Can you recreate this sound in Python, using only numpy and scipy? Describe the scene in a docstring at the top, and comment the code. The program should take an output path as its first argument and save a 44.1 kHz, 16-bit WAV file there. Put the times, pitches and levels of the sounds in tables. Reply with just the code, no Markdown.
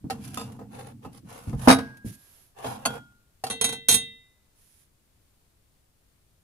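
"""Glazed china is handled in a wooden cupboard, heard close by at two microphone ports.
At first the woodwork is bumped, stacked china clacks and pieces scrape along the shelf by stick-slip friction.
A teapot then knocks into the crockery as damped modes with a noisy crack; fingertips hiss over the glaze.
A cup and saucer slide and knock; then the teapot lid chatters in its seat and rings as it is lifted off.
Last comes a faint brush of skin; rumble and hiss of the room lie under everything."""
import sys
import numpy as np
from scipy import signal
from scipy.fft import rfft, irfft, next_fast_len
from scipy.io import wavfile
from scipy.ndimage import uniform_filter1d

SR = 44100
rng = np.random.default_rng(int(sys.argv[2]) if len(sys.argv) > 2 else 0)


def put_to_file(sound):
    """Save the sound as 16-bit audio at rate SR, in the file named by the first command-line argument."""
    columns = np.atleast_2d(sound).T  # one column per channel
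    safe = np.clip(columns, -1, 1)
    whole_steps = np.round(safe * 32767)
    wavfile.write(sys.argv[1], SR, whole_steps.astype(np.int16))


N = 283563  # length [samples]
TOP_HZ = 15500  # upper limit of the sound
RING_TIME = np.arange(SR) / SR  # one second of ringing [s]


def undb(db):
    """Level law: decibels to amplitude gain."""
    return 10 ** (np.asarray(db) / 20)


def colour(x, points):
    """Linear filtering: shape x by (Hz, dB) points joined over log frequency."""
    hz, db = np.transpose(points)
    size = next_fast_len(x.shape[-1])
    bin_hz = np.arange(size // 2 + 1) * SR / size
    gain = undb(np.interp(np.log(bin_hz + 1), np.log(hz), db))
    return irfft(rfft(x, size) * gain, size)[..., :x.shape[-1]]


def tilted(points, tilt_db, pivot_hz):
    """Contact stiffness: a harder contact tips the spectrum towards the treble, in dB per octave."""
    return [(hz, db + tilt_db * np.log2(hz / pivot_hz)) for hz, db in points]


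def field(points, size, grain=0., apart_hz=900):
    """Spatial coherence: noise of rms 1, alike at both ports in the bass and less so in the treble."""
    loudness = np.exp(grain * rng.standard_normal(size))  # grain makes the noise gritty
    mid, side = rng.standard_normal((2, size)) * loudness
    side = signal.sosfilt(signal.butter(1, apart_hz, "high", fs=SR, output="sos"), side)
    x = colour(np.array([mid + side, mid - side]), points)
    return x / np.sqrt(np.mean(x ** 2))


def decay(t60):
    """Exponential damping: 60 dB lost in t60 seconds."""
    return np.exp(-np.log(1000) * RING_TIME / t60)


def fade(t60, rise_s):
    """Transient response: a quick swell, then an exponential decay."""
    return (1 - np.exp(-RING_TIME / rise_s)) * decay(t60)


def walk(rate):
    """Slow random fluctuation: chance values, rate per second, joined by straight lines."""
    k = int(SR / rate)
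    return uniform_filter1d(np.repeat(rng.standard_normal(N // k + 1), k), k)[:N]


def add(out, s, x):
    """Superposition: mix x in at time s."""
    i = int(s * SR)
    out[:, i:i + x.shape[1]] += x[:, :N - i]


def slips(size, rate, spread):
    """Stick-slip: lone slips of very unequal size, each a short burst in the gain on the friction."""
    slip_s = 0.001  # decay time constant
    size_db = spread * np.minimum(rng.exponential(size=size), 4)
    kicks = (rng.random(size) < rate / SR) * undb(size_db)
    return 1 + signal.lfilter([1], [1, -np.exp(-1 / (slip_s * SR))], kicks)


def stroke(start, end, edge_s):
    """Kinematics: a hand gathers pace, holds and comes to rest; a long stroke eases more slowly."""
    t = np.arange(N) / SR
    ease_s = edge_s + 0.08 * (end - start)  # a share of the stroke goes into gathering pace
    return (np.tanh((t - start) / ease_s) - np.tanh((t - end) / ease_s)) / 2


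def contacts(knocks):
    """Repeated impact: each knock rebounds at widening gaps; gives (s, dB, brightness) in order."""
    gap_growth = 1.4  # a rocking piece works loose: each gap is this much longer than the last
    out = []
    for s, db, tilt_db, count, gap_s, loss_db in knocks:
        for k in range(round(count)):
            out.append((s, db - k * loss_db, tilt_db))
            s = s + gap_s * gap_growth ** k
    return sorted(out)


# wooden board under a blow: (frequency [Hz], relative density [dB per Hz])
BOARD_SPECTRUM = [(30, -23.5), (70, -10.5), (130, -6), (210, -8.5), (260, 11), (340, -18.5), (470, 9),
                  (580, -12), (760, 2), (1100, -14), (1600, -16.5), (3000, -32.5)]
# low boom of the cupboard: (frequency [Hz], relative density [dB per Hz])
RUMBLE_SPECTRUM = [(40, -20.5), (85, -3), (130, 8), (170, -8.5), (210, 7), (270, -2), (380, -18),
                   (700, -47.5)]


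def board():
    """Structure-borne sound: a short wooden knock, with the cupboard's lows staying longer."""
    knock = fade(t60=0.19, rise_s=0.0013) * field(BOARD_SPECTRUM, len(RING_TIME))
    lows = fade(t60=0.49, rise_s=0.0013) * field(RUMBLE_SPECTRUM, len(RING_TIME))
    return knock + undb(-8.0) * lows


# between close contacts a piece still touches its seat: longest such gap [s],
# spread of its mode frequencies [share], factor on their damping
RATTLE_GAP_S, RATTLE_DETUNE, RATTLE_DAMPING = 0.04, 0.005, 1.25
BOARD_OCTAVES = 2.4  # the board answers this far below the china, so dull knocks shake it more


def china(hits, modes, crack, ring_db, minor_db, minor_t60, crack_db, crack_t60,
          grind_db, echo_db, board_db, pivot_hz):
    """Modal impact: each contact rings the modes, cracks sharply, grinds briefly and knocks the board."""
    out, span = np.zeros((2, N)), len(RING_TIME)
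    # weak, short modes crowd between the strong ones
    minor_hz = rng.uniform(500, TOP_HZ, size=125)
    minor = [(f, minor_db + np.interp(f, *np.transpose(crack)), minor_t60) for f in minor_hz]
    hz, mode_db, t60 = np.transpose(list(modes) + minor)
    # short waves meet the two ports at different phases
    lean = np.pi / 4 * np.minimum(hz / 1400, 1) * rng.choice([-1, 1], len(hz))
    swing = 1e-9 * np.exp(1j * np.array([lean, -lean]))  # almost at rest
    # the near cupboard walls swell each blow for a few ms; the room adds a faint tail
    swell = 1 - np.exp(-RING_TIME / .0012)
    room_tail = undb(echo_db) * fade(t60=0.47, rise_s=0.0087)
    crack_shape = swell * decay(crack_t60) + room_tail
    grind_shape = undb(grind_db) * fade(t60=0.16, rise_s=0.004)

    blows = contacts(hits)
    gaps = np.diff([int(s * SR) for s, _, _ in blows] + [N])
    for (s, db, tilt_db), gap in zip(blows, np.clip(gaps, 1, span)):
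        # every mode is a decaying rotation, followed until the next contact
        rattling = gap < RATTLE_GAP_S * SR
        bent_hz = hz * (1 + rattling * RATTLE_DETUNE * rng.standard_normal(len(hz)))
        damping = np.log(1000) / t60 * (RATTLE_DAMPING if rattling else 1)
        turn = np.exp((2j * np.pi * bent_hz - damping) / SR)
        rings = np.cumprod(np.broadcast_to(turn[:, None], (len(hz), gap)), axis=1)
        # the point of contact favours some high modes
        place_db = 3 * np.minimum(hz / 3000, 1) * rng.standard_normal(len(hz))
        size = undb(db + ring_db + mode_db + tilt_db * np.log2(hz / pivot_hz) + place_db)
        # the piece has moved a little
        shift = np.exp(1j * np.minimum(hz / 10000, 1) * rng.standard_normal((2, len(hz))))
        # a kick lands about a quarter turn off the running swing, so their energies add
        quarter_turn = 1j * rng.choice([-1, 1], len(hz))
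        kick = size * quarter_turn * np.exp(1j * np.angle(swing)) * shift
        add(out, s, (swing @ rings + swell[:gap] * (kick @ rings)).imag)
        swing = (swing + kick) * rings[:, -1]

        grit = field(tilted(crack, tilt_db, pivot_hz), span, grain=0.93)  # glaze chatters on glaze
        grind = grind_shape * (slips(span, rate=250, spread=3.2) - 1)
        add(out, s, undb(db + crack_db) * (crack_shape + grind) * grit)
        add(out, s, undb(db + board_db - BOARD_OCTAVES * tilt_db) * board())
    return out


# ringing modes of the lid and the rim it sits in, with the cupboard's low mode at 458 Hz: (frequency [Hz],
# relative level [dB], free decay t60 [s])
LID_RINGING = [(458, -30, 0.53), (1526, -24.5, 0.24), (2015.4, -22, 0.68), (2690, -21, 0.3),
               (2720, -18.5, 0.46), (3200, -16.5, 0.36), (3370, -25.5, 0.35), (3800, -14.5, 0.36),
               (3704, -15.5, 0.52), (4245, -14, 0.25), (5728, -17.5, 0.14), (6030, -16.5, 0.13),
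               (6492, -13, 0.17), (6659, -15.5, 0.16), (7660, -19.5, .09), (8360, -13.5, .1),
               (8560, -3, 0.15), (9700, -13.5, 0.11), (10080, -7, 0.1), (10300, -4.5, 0.1),
               (11600, -16.5, 0.11), (14230, -14.5, 0.1)]
# crack and minor modes of the lid: (frequency [Hz], relative density [dB per Hz])
LID_CRACK_SPECTRUM = [(300, -22.5), (1000, -9.5), (2200, -7.5), (3200, -5.5), (3900, 1), (5000, -10.5),
                      (6200, -5), (7200, -9.5), (8600, -0.5), (10400, -5.5), (12000, -7.5), (13500, -24.5),
                      (14400, -11.5), (15500, -30.5)]
# lid knocks: (time [s], relative level [dB], brightness [dB per octave], contacts [count],
# gap to the first rebound [s], loss per rebound [dB])
LID_KNOCKS = [(3.4995, -31.5, -3.5, 2, 0.0072, 1.5), (3.611, -20, -.5, 2, 0.03, 0),
              (3.689, -31, -2.5, 2, 0.035, 2.5), (3.8845, -13, 2, 3, 0.0055, 3.5),
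              (3.911, -17.5, 1.5, 2, 0.013, 0.5), (3.94, -19, 2.5, 2, 0.0039, 1.5)]


def teapot_lid():
    """Modal ringing of a light shell: the lid chatters in its seat, bright and long."""
    return china(LID_KNOCKS, LID_RINGING, LID_CRACK_SPECTRUM, ring_db=5.0, minor_db=-17.5, minor_t60=0.1,
                 crack_db=-5.5, crack_t60=0.031, grind_db=-6.5, echo_db=-31.5, board_db=-14.0, pivot_hz=5986)


# ringing modes of the teapot body standing on the board:
# (frequency [Hz], relative level [dB], free decay t60 [s])
POT_RINGING = [(262, 3.5, 0.23), (461.3, -12, 0.3), (681, -11, 0.23), (1242, -6.5, 0.15),
               (1495.5, -22.5, 0.42), (1631, -26, 0.98), (2480, -8, 0.053), (3840, -17, 0.17),
               (4360, -25, 0.14), (5600, -16, 0.074), (6500, -16, 0.094), (8395, -6.5, 0.07),
               (10360, -12, 0.13), (10730, -11, 0.07)]
# crack and minor modes of the teapot: (frequency [Hz], relative density [dB per Hz])
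POT_CRACK_SPECTRUM = [(100, -13.5), (300, -1.5), (900, 5), (1500, -1.5), (2500, -7.5), (3200, -12.5),
                      (5500, -13), (7200, -26.5), (8500, -20.5), (10500, -19), (13000, -26.5), (15500, -27)]
# teapot knocks: (time [s], relative level [dB], brightness [dB per octave], contacts [count],
# gap to the first rebound [s], loss per rebound [dB])
POT_KNOCKS = [(1.6735, -12.5, -4.5, 1, 0, 0), (1.682, -12.5, 1, 3, .008, 0.6),
              (1.710, -14, 1.5, 2, .014, 3), (1.785, -31.5, 0, 1, 0, 0)]


def teapot():
    """Modal ringing of a heavy shell: the pot knocks into the crockery, strongest in its low modes."""
    return china(POT_KNOCKS, POT_RINGING, POT_CRACK_SPECTRUM, ring_db=-2.0, minor_db=-14.5, minor_t60=.06,
                 crack_db=3.5, crack_t60=0.071, grind_db=-13.5, echo_db=-28.5, board_db=-10.0, pivot_hz=710)


# ringing modes of a cup: (frequency [Hz], relative level [dB], free decay t60 [s])
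CUP_RINGING = [(1420, -13, 0.62), (1462, -12, 0.33), (2660, -5, 0.07), (3275, -7, .33), (4480, -3, 0.065),
               (6465, -1, 0.047), (9860, 0, 0.06)]
# crack and minor modes of cup, pressed and stacked china: (frequency [Hz], relative density [dB per Hz])
CUP_CRACK_SPECTRUM = [(200, -18), (800, 6.5), (1400, -3), (2100, -8), (2800, -9.5), (4500, -11.5),
                      (7000, -12), (10000, -13), (12500, -13.5), (15000, -40.5)]
# cup knocks: (time [s], relative level [dB], brightness [dB per octave], contacts [count],
# gap to the first rebound [s], loss per rebound [dB])
CUP_KNOCKS = [(2.644, -38, -3.5, 1, 0, 0), (2.665, -43.5, -4, 1, 0, 0), (2.8525, -29.5, 0, 1, 0, 0),
              (2.857, -26.5, 1, 1, 0, 0)]


def cup():
    """Modal ringing of a small shell: the cup knocks as it is slid aside."""
    return china(CUP_KNOCKS, CUP_RINGING, CUP_CRACK_SPECTRUM, ring_db=3.5, minor_db=-7.5, minor_t60=0.067,
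                 crack_db=-3.0, crack_t60=0.049, grind_db=-14, echo_db=-16, board_db=-2.5, pivot_hz=1460)


# ringing modes of china pressed down onto its seat:
# (frequency [Hz], relative level [dB], free decay t60 [s])
PRESSED_RINGING = [(458, -13.5, 0.34), (766, 5.5, 0.072), (2760, -14, 0.15), (4450, -2.5, 0.057),
                   (9450, -8.5, 0.11)]
# knocks of pressed china: (time [s], relative level [dB], brightness [dB per octave], contacts [count],
# gap to the first rebound [s], loss per rebound [dB])
PRESSED_KNOCKS = [(.0995, -26.5, -0.4, 2, .0055, 0.46), (3.438, -24.5, .5, 2, .028, 5.9)]


def pressed_china():
    """Contact damping: china held down on its seat gives mostly short, dull modes."""
    return china(PRESSED_KNOCKS, PRESSED_RINGING, CUP_CRACK_SPECTRUM, ring_db=-2.0, minor_db=-11,
                 minor_t60=0.089, crack_db=-4.5, crack_t60=0.042, grind_db=-15, echo_db=-18.5,
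                 board_db=-12.5, pivot_hz=1510)


# ringing modes of a piece damped by its stack:
# (frequency [Hz], relative level [dB], free decay t60 [s])
STACKED_RINGING = [(1020, 1, .08), (1260, 4, 0.08), (2640, -12, .2), (2826, -16, 0.33), (3569, -11, .17),
                   (4872, -7, 0.14), (7628, -5, 0.08), (10300, -4, 0.08)]
# knocks of stacked china: (time [s], relative level [dB], brightness [dB per octave], contacts [count],
# gap to the first rebound [s], loss per rebound [dB], negative for a gain)
STACKED_KNOCKS = [(.3725, -23, 1, 1, 0, 0), (.395, -32.5, 0.5, 2, .017, -2), (.590, -45, -7, 2, .022, 4),
                  (1.048, -38.5, -4.5, 1, 0, 0), (1.528, -42, -7, 1, 0, 0)]


def stacked_china():
    """Contact damping: a piece in a stack clacks with shortened modes."""
    return china(STACKED_KNOCKS, STACKED_RINGING, CUP_CRACK_SPECTRUM, ring_db=-7.5, minor_db=-15.5,
                 minor_t60=0.11, crack_db=1, crack_t60=0.013, grind_db=-16.5, echo_db=-25.5,
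                 board_db=-13, pivot_hz=1448)


# pushes that slide a piece over the shelf:
# (start [s], end [s], relative scrape level [dB], hiss over scrape [dB])
PUSHES = [(0.218, 0.443, -54.5, 6), (0.465, 0.578, -56, -8), (0.72, 0.919, -50, -7),
          (1.027, 1.071, -49.5, -11), (1.122, 1.188, -60, 5.5), (1.284, 1.527, -48, -2.5),
          (1.589, 1.724, -45, 2), (2.569, 2.655, -46.5, -11), (2.641, 2.763, -40.5, -5),
          (2.772, 2.869, -49.5, -13), (2.857, 2.989, -41.5, -10.5)]
# scrape of the foot rings: (frequency [Hz], relative density [dB per Hz])
SCRAPE_SPECTRUM = [(250, -22.5), (470, 6), (600, -6), (800, 4.5), (1000, -5), (1400, -8), (2100, -16.5),
                   (2700, -15.5), (5000, -28.5)]
# hiss over the glaze: (frequency [Hz], relative density [dB per Hz])
HISS_SPECTRUM = [(900, -3), (1700, 2), (2800, -1.5), (3500, -1.5), (4200, -4), (6500, -2), (8200, -6),
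                 (10500, 5), (12000, -2), (15000, -11)]
# the hand leans on the shelf and shakes it, ever more lightly
LEAN_START_S, LEAN_END_S, LEAN_DB, LEAN_EASE_DB_PER_S = 0.0045, 1.3, -34, 12


def sliding(rumble_db, scrape_db, hiss_db, uneven_db, wall_db, edge_s, linger_s):
    """Stick-slip friction: uneven slips shake the board, scrape the foot rings and hiss over the glaze."""
    rub, effort, i = np.zeros((2, N)), 0, np.arange(SR)
    for start, end, db, bright_db in PUSHES:
        speed = undb(db) * stroke(start, end, edge_s)
        first = int(start * SR) - SR // 10
        scrape = undb(scrape_db) * field(SCRAPE_SPECTRUM, SR, grain=0.9)
        hiss = undb(hiss_db + bright_db) * field(HISS_SPECTRUM, SR, grain=1.0)
        push = speed[first:first + SR] * (scrape + hiss) * slips(SR, rate=110, spread=0.92)
        # reflections from the cupboard walls comb each push differently, and shift as the piece moves
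        drift = 1 + .08 * rng.standard_normal((2, 6, 1)) * i / SR
        lags = rng.uniform(SR / 1500, SR / 220, (2, 6, 1)) * drift
        echoes = np.array([sum(np.interp(i - lag, i, port) for lag in paths)
                           for port, paths in zip(push, lags)])
        add(rub, first / SR, push + undb(wall_db) * echoes)
        effort = effort + speed
    lean_db = LEAN_DB - LEAN_EASE_DB_PER_S * np.arange(N) / SR
    lean = undb(lean_db) * stroke(LEAN_START_S, LEAN_END_S, edge_s)
    keep = np.exp(-1 / (linger_s * SR))
    # the board booms on after a stroke
    rumble = signal.lfilter([1 - keep], [1, -keep], np.hypot(effort, lean))
    catch = undb(uneven_db * (walk(rate=38) + walk(rate=13)))  # the foot ring catches and lets go
    return rub * catch + undb(rumble_db) * rumble * field(RUMBLE_SPECTRUM, N)


# soft bumps of the hand against the woodwork: (time [s], level [dB], brightness [dB per octave])
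HAND_BUMPS = [(0.042, -28, 6), (1.06, -35, 5), (1.232, -40.5, 0.5), (1.472, -26, -0.5), (1.53, -24.5, -4.5),
              (1.68, -20.5, 4), (2.045, -25.5, 2.5)]
# woodwork under a soft bump: (frequency [Hz], relative density [dB per Hz])
BUMP_SPECTRUM = [(30, -27.5), (50, -1.5), (75, -6), (120, 6.5), (200, -1), (280, -6.5), (400, -25.5),
                 (800, -45), (3000, -87.5)]
# decay of a neutral bump [s]; brightness that halves it [dB per octave]
BUMP_T60_S, BUMP_HALVING_DB = 0.3, 6.5


def bumps():
    """Soft impact: long contacts drive mainly low cupboard modes; the deeper the bump, the longer it booms."""
    out = np.zeros((2, N))
    for s, db, tilt_db in HAND_BUMPS:
        t60 = BUMP_T60_S * 2 ** (-tilt_db / BUMP_HALVING_DB)
        boom = field(tilted(BUMP_SPECTRUM, tilt_db, pivot_hz=120), SR)
        add(out, s, undb(db) * fade(t60, rise_s=0.0017) * boom)
    return out


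# fingertips brushing the glaze: (start [s], end [s], relative hiss level [dB])
FINGER_BRUSHES = [(2.055, 2.112, -47.5), (2.12, 2.16, -52), (2.17, 2.508, -67.5), (4.573, 4.852, -63.5)]


def brushing(level_db, bright_db, edge_s):
    """Friction noise: skin on glaze gives a thin, high hiss and no ringing."""
    touch = sum(undb(db + level_db) * stroke(start, end, edge_s) for start, end, db in FINGER_BRUSHES)
    return touch * field(tilted(HISS_SPECTRUM, bright_db, pivot_hz=8000), N, grain=0.48)


# hiss of a dragged fingertip: (frequency [Hz], relative density [dB per Hz])
DRAG_SPECTRUM = [(9800, -27.5), (11400, -12), (13200, -33)]


def drag(start, end, level_db, edge_s):
    """Band-limited friction: a slowly dragged fingertip whispers in one narrow, high band."""
    return undb(level_db) * stroke(start, end, edge_s) * field(DRAG_SPECTRUM, N)


# light ticks of china: (time [s], level [dB])
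CHINA_TICKS = [(0.52, -47), (1.97, -49)]


def ticks(t60):
    """Light impact: tiny dry bursts of noise, too light to ring anything."""
    out = np.zeros((2, N))
    for s, db in CHINA_TICKS:
        add(out, s, undb(db) * fade(t60, rise_s=0.001) * field(HISS_SPECTRUM, SR))
    return out


# room rumble and microphone hiss: (frequency [Hz], relative density [dB per Hz])
ROOM_SPECTRUM = [(100, -1.5), (200, -12), (300, -16), (800, -24.5), (2200, -27), (6000, -29),
                 (10000, -24.5), (15000, -26.5)]


def room(level_db, left_db):
    """Stationary noise: faint room rumble and microphone hiss, wavering slightly in level."""
    waver_db = .7 * walk(rate=6)
    balance_db = np.array([[left_db], [-left_db]])
    return undb(level_db + balance_db + waver_db) * field(ROOM_SPECTRUM, N, apart_hz=394)


def scene():
    """Superposition: all the handling over a quiet room."""
    knocks = teapot_lid() + teapot() + cup() + pressed_china() + stacked_china()
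    rubbing = sliding(rumble_db=-4.5, scrape_db=-6, hiss_db=-6.0, uneven_db=1.7, wall_db=-3,
                      edge_s=0.0084, linger_s=0.055)
    skin = brushing(level_db=2.0, bright_db=3.0, edge_s=0.0033)
    skin = skin + drag(2.135, 2.457, level_db=-56.5, edge_s=0.026)
    return knocks + rubbing + bumps() + skin + ticks(t60=0.056) + room(level_db=-64.5, left_db=2.0)


# response of the two microphone ports: (frequency [Hz], gain [dB])
LEFT_RESPONSE = [(200, -1), (700, -0.15), (2000, -1), (4500, -1), (7000, -2), (8500, -5.5), (10000, -12.5),
                 (15000, -9)]
RIGHT_RESPONSE = [(200, -0.07), (700, 2), (2000, -3.5), (4500, -1.5), (7000, -2), (8500, 0.5), (10000, 1.5),
                  (15000, -2.5)]


def record(dry):
    """Transducer response: the right port hears more treble; loud peaks are rounded and the top is cut."""
    ports = np.array([colour(dry[0], LEFT_RESPONSE), colour(dry[1], RIGHT_RESPONSE)])
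    rounded = 1.28 * np.tanh(ports / 1.142)
    return signal.sosfilt(signal.ellip(10, .2, 80, TOP_HZ, fs=SR, output="sos"), rounded)


dry = scene()
out = record(dry)
put_to_file(out)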